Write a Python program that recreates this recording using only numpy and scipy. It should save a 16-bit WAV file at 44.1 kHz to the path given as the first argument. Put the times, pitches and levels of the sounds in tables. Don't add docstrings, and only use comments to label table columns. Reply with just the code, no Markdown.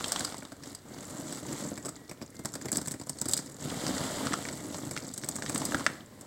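import sys
import numpy as np
from scipy import signal
from scipy.fft import rfft, irfft
from scipy.io import wavfile
from scipy.ndimage import uniform_filter1d

SR = 44100
rng = np.random.default_rng(int(sys.argv[2]) if len(sys.argv) > 2 else 0)


def wrap_up_sound(samples):
    columns = np.atleast_2d(samples).T
    tamed = np.clip(columns, -1, 1)
    steps = np.round(tamed * 32767).astype(np.int16)
    wavfile.write(sys.argv[1], SR, steps)


N = 276066

# (time [s], upper shell mode [dB], lower shell mode [dB], knock [dB], thud before gain [dB])
NUT_IMPACTS = [(0.0803, -36, -41, -56, -63), (0.1197, -26, -30.5, -35.5, -60),
               (0.1938, -32.5, -39, -54, -42), (0.206, -37, -36, -37.5, -37.5),
               (0.2478, -32, -31, -38.5, -51), (0.381, -43.5, -49, -67, -44.5), (0.423, -58, -65, -45, -45),
               (0.5191, -50.5, -52, -48.5, -43.5), (0.635, -50, -45.5, -49, -60),
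               (0.7482, -39.5, -43.5, -52, -75), (1.3246, -37.5, -43, -49, -42),
               (1.715, -64, -71, -67, -39), (1.776, -42.5, -47, -43, -42.5),
               (1.849, -45, -47.0, -51.5, -43.5), (1.8557, -37.5, -46, -54, -42),
               (1.8639, -38, -51, -51, -42), (1.883, -49, -50, -44.5, -42), (1.89, -37, -48, -51, -46),
               (2.094, -46, -45.5, -52.5, -46), (2.1123, -46, -52, -44.5, -42.5),
               (2.214, -52, -52, -46, -41.5), (2.223, -51, -45.5, -58, -40.5), (2.343, -65, -68, -72, -48),
               (2.3912, -48, -56, -65, -41.5), (2.4482, -42, -46, -46, -37), (2.4555, -32, -38.0, -38, -46),
               (2.538, -38, -45, -50, -44.5), (2.553, -38.5, -41.5, -44.5, -39.5),
               (2.613, -46, -49, -47, -44), (2.645, -64, -61, -47, -42), (2.6548, -40.5, -45.5, -57, -36.5),
               (2.6842, -42, -43.5, -42.5, -44), (2.7172, -26.5, -46, -43, -42),
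               (2.728, -31, -36.5, -49, -34), (2.748, -41, -43, -55, -41), (2.757, -36, -36, -42, -42.5),
               (2.77, -25, -43, -52, -36), (2.781, -42, -39, -54, -36.5), (2.8142, -40, -45, -48, -43),
               (2.8582, -41, -47.0, -49, -50), (2.873, -35.5, -49, -51, -37.5),
               (2.881, -32, -43.5, -46, -57), (2.9098, -40, -45, -52, -43), (2.9161, -34, -46, -57, -49),
               (2.923, -43, -58, -53, -53), (2.9392, -45, -52, -46, -39.5), (2.997, -44, -52, -55, -43.5),
               (3.013, -44, -48, -50, -44), (3.0688, -45.5, -59, -60, -45.5),
               (3.0945, -30, -38, -47, -40.5), (3.186, -42, -46.5, -57, -64),
               (3.214, -26.5, -38, -44.5, -38), (3.256, -37, -40.5, -44, -36), (3.285, -29, -44, -50, -40),
               (3.294, -36, -41, -47, -46), (3.311, -33, -47, -60.0, -49), (3.322, -35, -48, -51, -48),
               (3.3344, -21.5, -27, -41, -41.5), (3.367, -31.5, -50, -44.5, -61),
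               (3.3749, -30.5, -34, -49, -47), (3.3894, -38, -45, -42.5, -39.5),
               (3.879, -38.5, -36.5, -51, -54), (4.91, -36, -45, -48, -40), (5.138, -36.5, -50, -61.5, -65),
               (5.1774, -34, -43.5, -54, -44.5), (5.2438, -37.5, -45.0, -49, -58),
               (5.2876, -27.5, -40.5, -43.5, -51), (5.356, -36, -50, -50, -42),
               (5.362, -35.5, -48, -44.5, -49), (5.4952, -32, -42, -36, -38.5),
               (5.546, -30.5, -44, -45, -34), (5.578, -30.5, -44, -52, -48), (5.652, -28.5, -36, -51, -60),
               (5.7443, -54, -52, -35, -31), (6.21, -44.5, -55, -67, -62)]
# (time [s], panel level [dB], panel pitch [Hz], crease crack [dB])
SACK_SNAPS = [(0.0082, -39, 1160, -41), (0.0426, -32.5, 3170, -32), (0.1598, -38, 1250, -48),
              (0.1605, -34.5, 3240, -33), (0.3233, -53, 1300, -42.5), (0.3439, -42.5, 840, -42),
              (0.4515, -50, 3560, -47), (3.701, -41, 3280, -49), (3.866, -35, 5000, -35),
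              (3.98, -47, 3800, -37), (4.2695, -34.5, 1220, -32.5), (4.3225, -34.5, 1560, -57),
              (4.3334, -41, 1630, -31), (4.338, -27, 1280, -31.5), (4.452, -38.5, 1930, -39),
              (4.487, -45, 1900, -36), (4.7442, -39.5, 730, -39.5), (4.965, -39, 1390, -35),
              (4.9754, -38.5, 2140, -36), (5.2366, -47, 1670, -39), (5.386, -41, 950, -55),
              (5.4225, -39.5, 1730, -36.5), (5.462, -47, 1800, -36), (5.559, -41, 1160, -32.5),
              (5.617, -36.5, 940, -38), (5.721, -36, 1350, -39), (5.7365, -36, 630, -61),
              (5.7456, -25, 1520, -32.5), (5.796, -43, 1260, -39.5), (5.807, -38.5, 1100, -43),
              (5.8644, -20, 1660, -24)]
# (time [s], length [s], pitch [Hz], level [dB])
WHISTLE_TONES = [(1.752, 0.082, 1920, -65), (1.948, 0.16, 1930, -67.5), (2.323, 0.14, 2090, -66)]

# (time [s], effort [dB])
HAND_EFFORT = [(0, -4), (0.24, -2.5), (0.4, -14.5), (0.59, -21.5), (0.68, -9.5), (0.79, -23.5),
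               (0.92, -12.5), (1.33, -5), (1.42, -9), (1.58, -1.5), (1.76, -13.5), (2.25, -21.5),
               (2.78, -9), (3.05, -18.5), (3.33, -5.5), (3.55, -15.5), (3.63, -6.5), (3.85, -1.5),
               (4.27, -2), (4.63, -8.5), (4.76, -4.5), (5.15, -10), (5.4, -8), (5.58, -1.5), (5.82, -6),
               (5.97, -15.5), (6.06, -25), (6.26, -20.5)]
# (time [s], contact [dB])
WALL_CONTACT = [(0, 4.5), (0.35, 3.5), (0.8, 1.5), (3.4, -8), (3.7, 4.5), (4.25, 5.5), (5.1, -7),
                (5.95, 5.5)]
# (time [s], gain [dB])
MOVING_BULK = [(0, -5.5), (0.3, -6.5), (0.9, 1.5), (1.3, -2), (1.55, 2.5), (2.7, -2.5), (3.35, 0.5),
               (3.75, 1), (4.1, -1), (4.8, 0.5), (5.3, -0.5), (5.78, 1), (6.2, 3)]

# (frequency [Hz], relative level [dB])
UPPER_SHELL_EQ = [(1000, -72), (2600, -36), (5100, -18), (6200, -1.5), (8000, 4.5), (9400, -2),
                  (13000, -10), (16000, -13)]
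LOWER_SHELL_EQ = [(1500, -42), (2600, -7), (3500, 4), (5100, 5), (6400, -1.5), (9000, -18)]
KNOCK_EQ = [(350, -6), (620, 2.5), (950, 3.5), (1250, 3.5), (1900, 4), (2500, 1.5), (5000, -46)]
PILE_EQ = [(40, -36), (85, -8.5), (110, -6), (135, 0), (165, -5.5), (215, -2), (280, 0.5), (420, -11),
           (590, -10), (850, -18.5), (1300, -20), (2000, -26), (4000, -38.5)]
SCRAPE_EQ = [(400, -42.5), (1800, -2), (2500, -17.5), (3400, 0), (5100, 1), (6100, 2.5), (7800, 6.5),
             (9400, -6.5), (12000, -11), (16000, -17)]
SACK_EQ = [(200, -2.5), (600, 9), (900, 3.5), (1300, 4), (1950, 0), (2500, -4.5), (3300, 2), (5000, 0),
           (8000, -10.5), (16000, -32)]
CREASE_EQ = [(500, 3.5), (1600, 10), (2400, 7), (2950, 6.5), (4400, 5.5), (5400, 8.5), (6900, 1.5),
             (8300, 8.5), (10000, -17), (16000, -25)]
ROOM_TONE_EQ = [(25, -24), (100, -3), (290, -24), (450, -11), (600, -33), (1900, -23), (2600, -29),
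                (7700, -33.5), (16000, -36)]


def falling_nuts(upper_hz=7860, lower_hz=5030, knock_hz=1200, typical_db=-34, thud_gain_db=5):
    out = np.zeros(N)
    graze_db, bounce_db, sink_s = -24, -9, 0.00151
    size_spread_oct, shape_spread_oct = 0.058, 0.1
    for time_s, upper_db, lower_db, knock_db, thud_db in NUT_IMPACTS:
        body_hz = knock_hz * 2 ** rng.uniform(-0.86, 1.0)
        touch_s = 0.0027 * 2 ** (-0.04 * (upper_db - typical_db))
        early_s, late_s = rng.uniform(0.0017, 0.008, 2)
        for lag_s, touch_db in ((-early_s, graze_db), (0, 0), (late_s, bounce_db)):
            push = contact(crack_s=touch_s, scatter_db=-20, decay_s=4 * touch_s, rise_s=0.00025)
            size_ratio = 2 ** (size_spread_oct * rng.standard_normal())
            shape_ratio = 2 ** (shape_spread_oct * rng.standard_normal())
            upper = colour(push + undb(7) * ring(push, size_ratio * upper_hz, q=12), UPPER_SHELL_EQ)
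            lower = colour(push + undb(8) * ring(push, shape_ratio * lower_hz, q=7), LOWER_SHELL_EQ)
            shove = contact(crack_s=0.0018, scatter_db=-14, decay_s=0.006)
            knock = colour(shove + undb(9) * ring(shove, body_hz, q=4.4), KNOCK_EQ)
            clack = at_level(upper, upper_db) + at_level(lower, lower_db) + at_level(knock, knock_db)
            add(out, time_s + lag_s, undb(touch_db) * clack)
        thud = colour(contact(crack_s=0.0067, scatter_db=-6.5, decay_s=0.015), PILE_EQ)
        add(out, time_s + sink_s, at_level(thud, thud_db + thud_gain_db))
    return out


def shifting_nuts(scrape_db=-41, rustle_db=-43, tumble_db=-36, rms_rate_hz=280):
    effort_db, wall_db = curve(HAND_EFFORT), curve(WALL_CONTACT)
    rate_hz = rms_rate_hz * unit(undb(1.1 * effort_db))
    ticks = sum(ring(grains(rate_hz, spread_db=9.5, decay_s=0.0016), hz, q=4.1)
                for hz in np.geomspace(600, 11000, 8))
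    slips = grains(2 * rate_hz, spread_db=7, decay_s=0.0012)
    contacts = unit(unit(ticks) + slips)
    glide = undb(wall_db - 4)
    friction = (contacts + glide * rng.standard_normal(N)) / np.hypot(1, glide)
    scrape = colour(friction, SCRAPE_EQ) * undb(scrape_db + effort_db)
    rustle = colour(friction, SACK_EQ) * undb(rustle_db + effort_db + wall_db)
    pile_db = tumble_db + 0.89 * effort_db + 0.18 * wall_db + curve(MOVING_BULK)
    tumble = colour(grains(rate_hz=260, spread_db=2.5, decay_s=0.0032), PILE_EQ) * undb(pile_db)
    return scrape + rustle + tumble


def sack_snaps(typical_db=-36, flip_s=0.00039, knock_hz=680, knock_rel_db=-13, jolt_db=-39.5):
    out = np.zeros(N)
    for time_s, panel_db, panel_hz, crack_db in SACK_SNAPS:
        excess_db = panel_db - typical_db
        push = contact(crack_s=0.0016, scatter_db=-4, decay_s=0.0049, rise_s=0.00089)
        push[int(flip_s * SR)] += undb(-0.05 * excess_db) * np.linalg.norm(push)
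        panel = at_level(ring(ring(push, panel_hz, q=3.2), panel_hz, q=1.2), panel_db)
        crack = at_level(colour(push, CREASE_EQ), crack_db)
        shove = contact(crack_s=0.002, scatter_db=-10, decay_s=0.007)
        knock = at_level(ring(ring(shove, knock_hz, q=1.6), knock_hz, q=1), panel_db + knock_rel_db)
        jolt = at_level(colour(shove, PILE_EQ), jolt_db + 0.17 * excess_db)
        add(out, time_s, panel + crack + knock + jolt)
    return out


def whistles(waver=0.0044, waver_s=0.012):
    out = np.zeros(N)
    for time_s, length_s, hz, level_db in WHISTLE_TONES:
        size = int(length_s * SR)
        drift = unit(uniform_filter1d(rng.standard_normal(SR), int(waver_s * SR)))[:size]
        tone = np.sin(2 * np.pi * np.cumsum(hz * (1 + waver * drift)) / SR)
        add(out, time_s, undb(level_db) * unit(tone * signal.windows.tukey(size)))
    return out


def room_reverb(x, t60_s=0.38, predelay_s=0.0071, cutoff_hz=7000):
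    t = np.arange(SR // 2) / SR
    tail = rng.standard_normal(len(t)) * undb(-60 * t / t60_s) * (t > predelay_s)
    tail = signal.sosfilt(signal.butter(1, cutoff_hz, fs=SR, output="sos"), tail)
    return signal.fftconvolve(x, tail / np.linalg.norm(tail))[:N]


def room_tone(level_db=-58):
    return undb(level_db) * colour(rng.standard_normal(N), ROOM_TONE_EQ)


def contact(crack_s, scatter_db, decay_s, rise_s=0.00037, size=4096):
    t = np.arange(size) / SR
    attack = 1 - np.exp(-t / rise_s)
    decay = np.exp(-t / crack_s) + undb(scatter_db) * np.exp(-t / decay_s)
    return rng.standard_normal(size) * attack * decay


def grains(rate_hz, spread_db, decay_s):
    starts = rng.random(N) < rate_hz / SR
    sizes = undb(spread_db * np.minimum(rng.exponential(size=N), np.pi))
    pole = np.exp(-1 / (decay_s * SR))
    power = signal.lfilter([1], [1, -pole], starts * sizes ** 2 / rate_hz)
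    return unit(np.sqrt(power) * rng.standard_normal(N))


def ring(x, hz, q):
    return signal.lfilter(*signal.iirpeak(hz, q, fs=SR), x)


def colour(x, spectrum, size=4096):
    hz, db = np.transpose(spectrum)
    bins_hz = np.maximum(np.arange(size // 2 + 1) * SR / size, 1)
    gain = unit(undb(np.interp(np.log(bins_hz), np.log(hz), db)))
    cepstrum = irfft(np.log(gain))
    cepstrum[1:size // 2] *= 2
    cepstrum[size // 2 + 1:] = 0
    impulse_response = irfft(np.exp(rfft(cepstrum)))
    return signal.fftconvolve(x, impulse_response)[:len(x)]


def at_level(x, db, window_s=0.006):
    return x * undb(db) * np.sqrt(window_s * SR / np.sum(x ** 2))


def curve(points):
    return np.interp(np.arange(N) / SR, *np.transpose(points))


def add(track, time_s, sound):
    start = max(int(time_s * SR), 0)
    track[start:start + len(sound)] += sound[:N - start]


def undb(db):
    return 10 ** (np.asarray(db) / 20)


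def unit(x):
    return x / np.sqrt(np.mean(x ** 2))


def scene(nut_send_db=-16.5, sack_send_db=-19):
    nuts = falling_nuts() + shifting_nuts()
    sack = sack_snaps()
    reverb = room_reverb(undb(nut_send_db) * nuts + undb(sack_send_db) * sack)
    return (nuts + sack + reverb + room_tone() + whistles())[None]


def record(dry, dip_hz=2530, cutoff_hz=15900):
    mic = dry - 0.5 * ring(dry, dip_hz, q=6)
    return signal.sosfilt(signal.ellip(10, 0.2, 70, cutoff_hz, fs=SR, output="sos"), mic)


dry = scene()
out = record(dry)
wrap_up_sound(out)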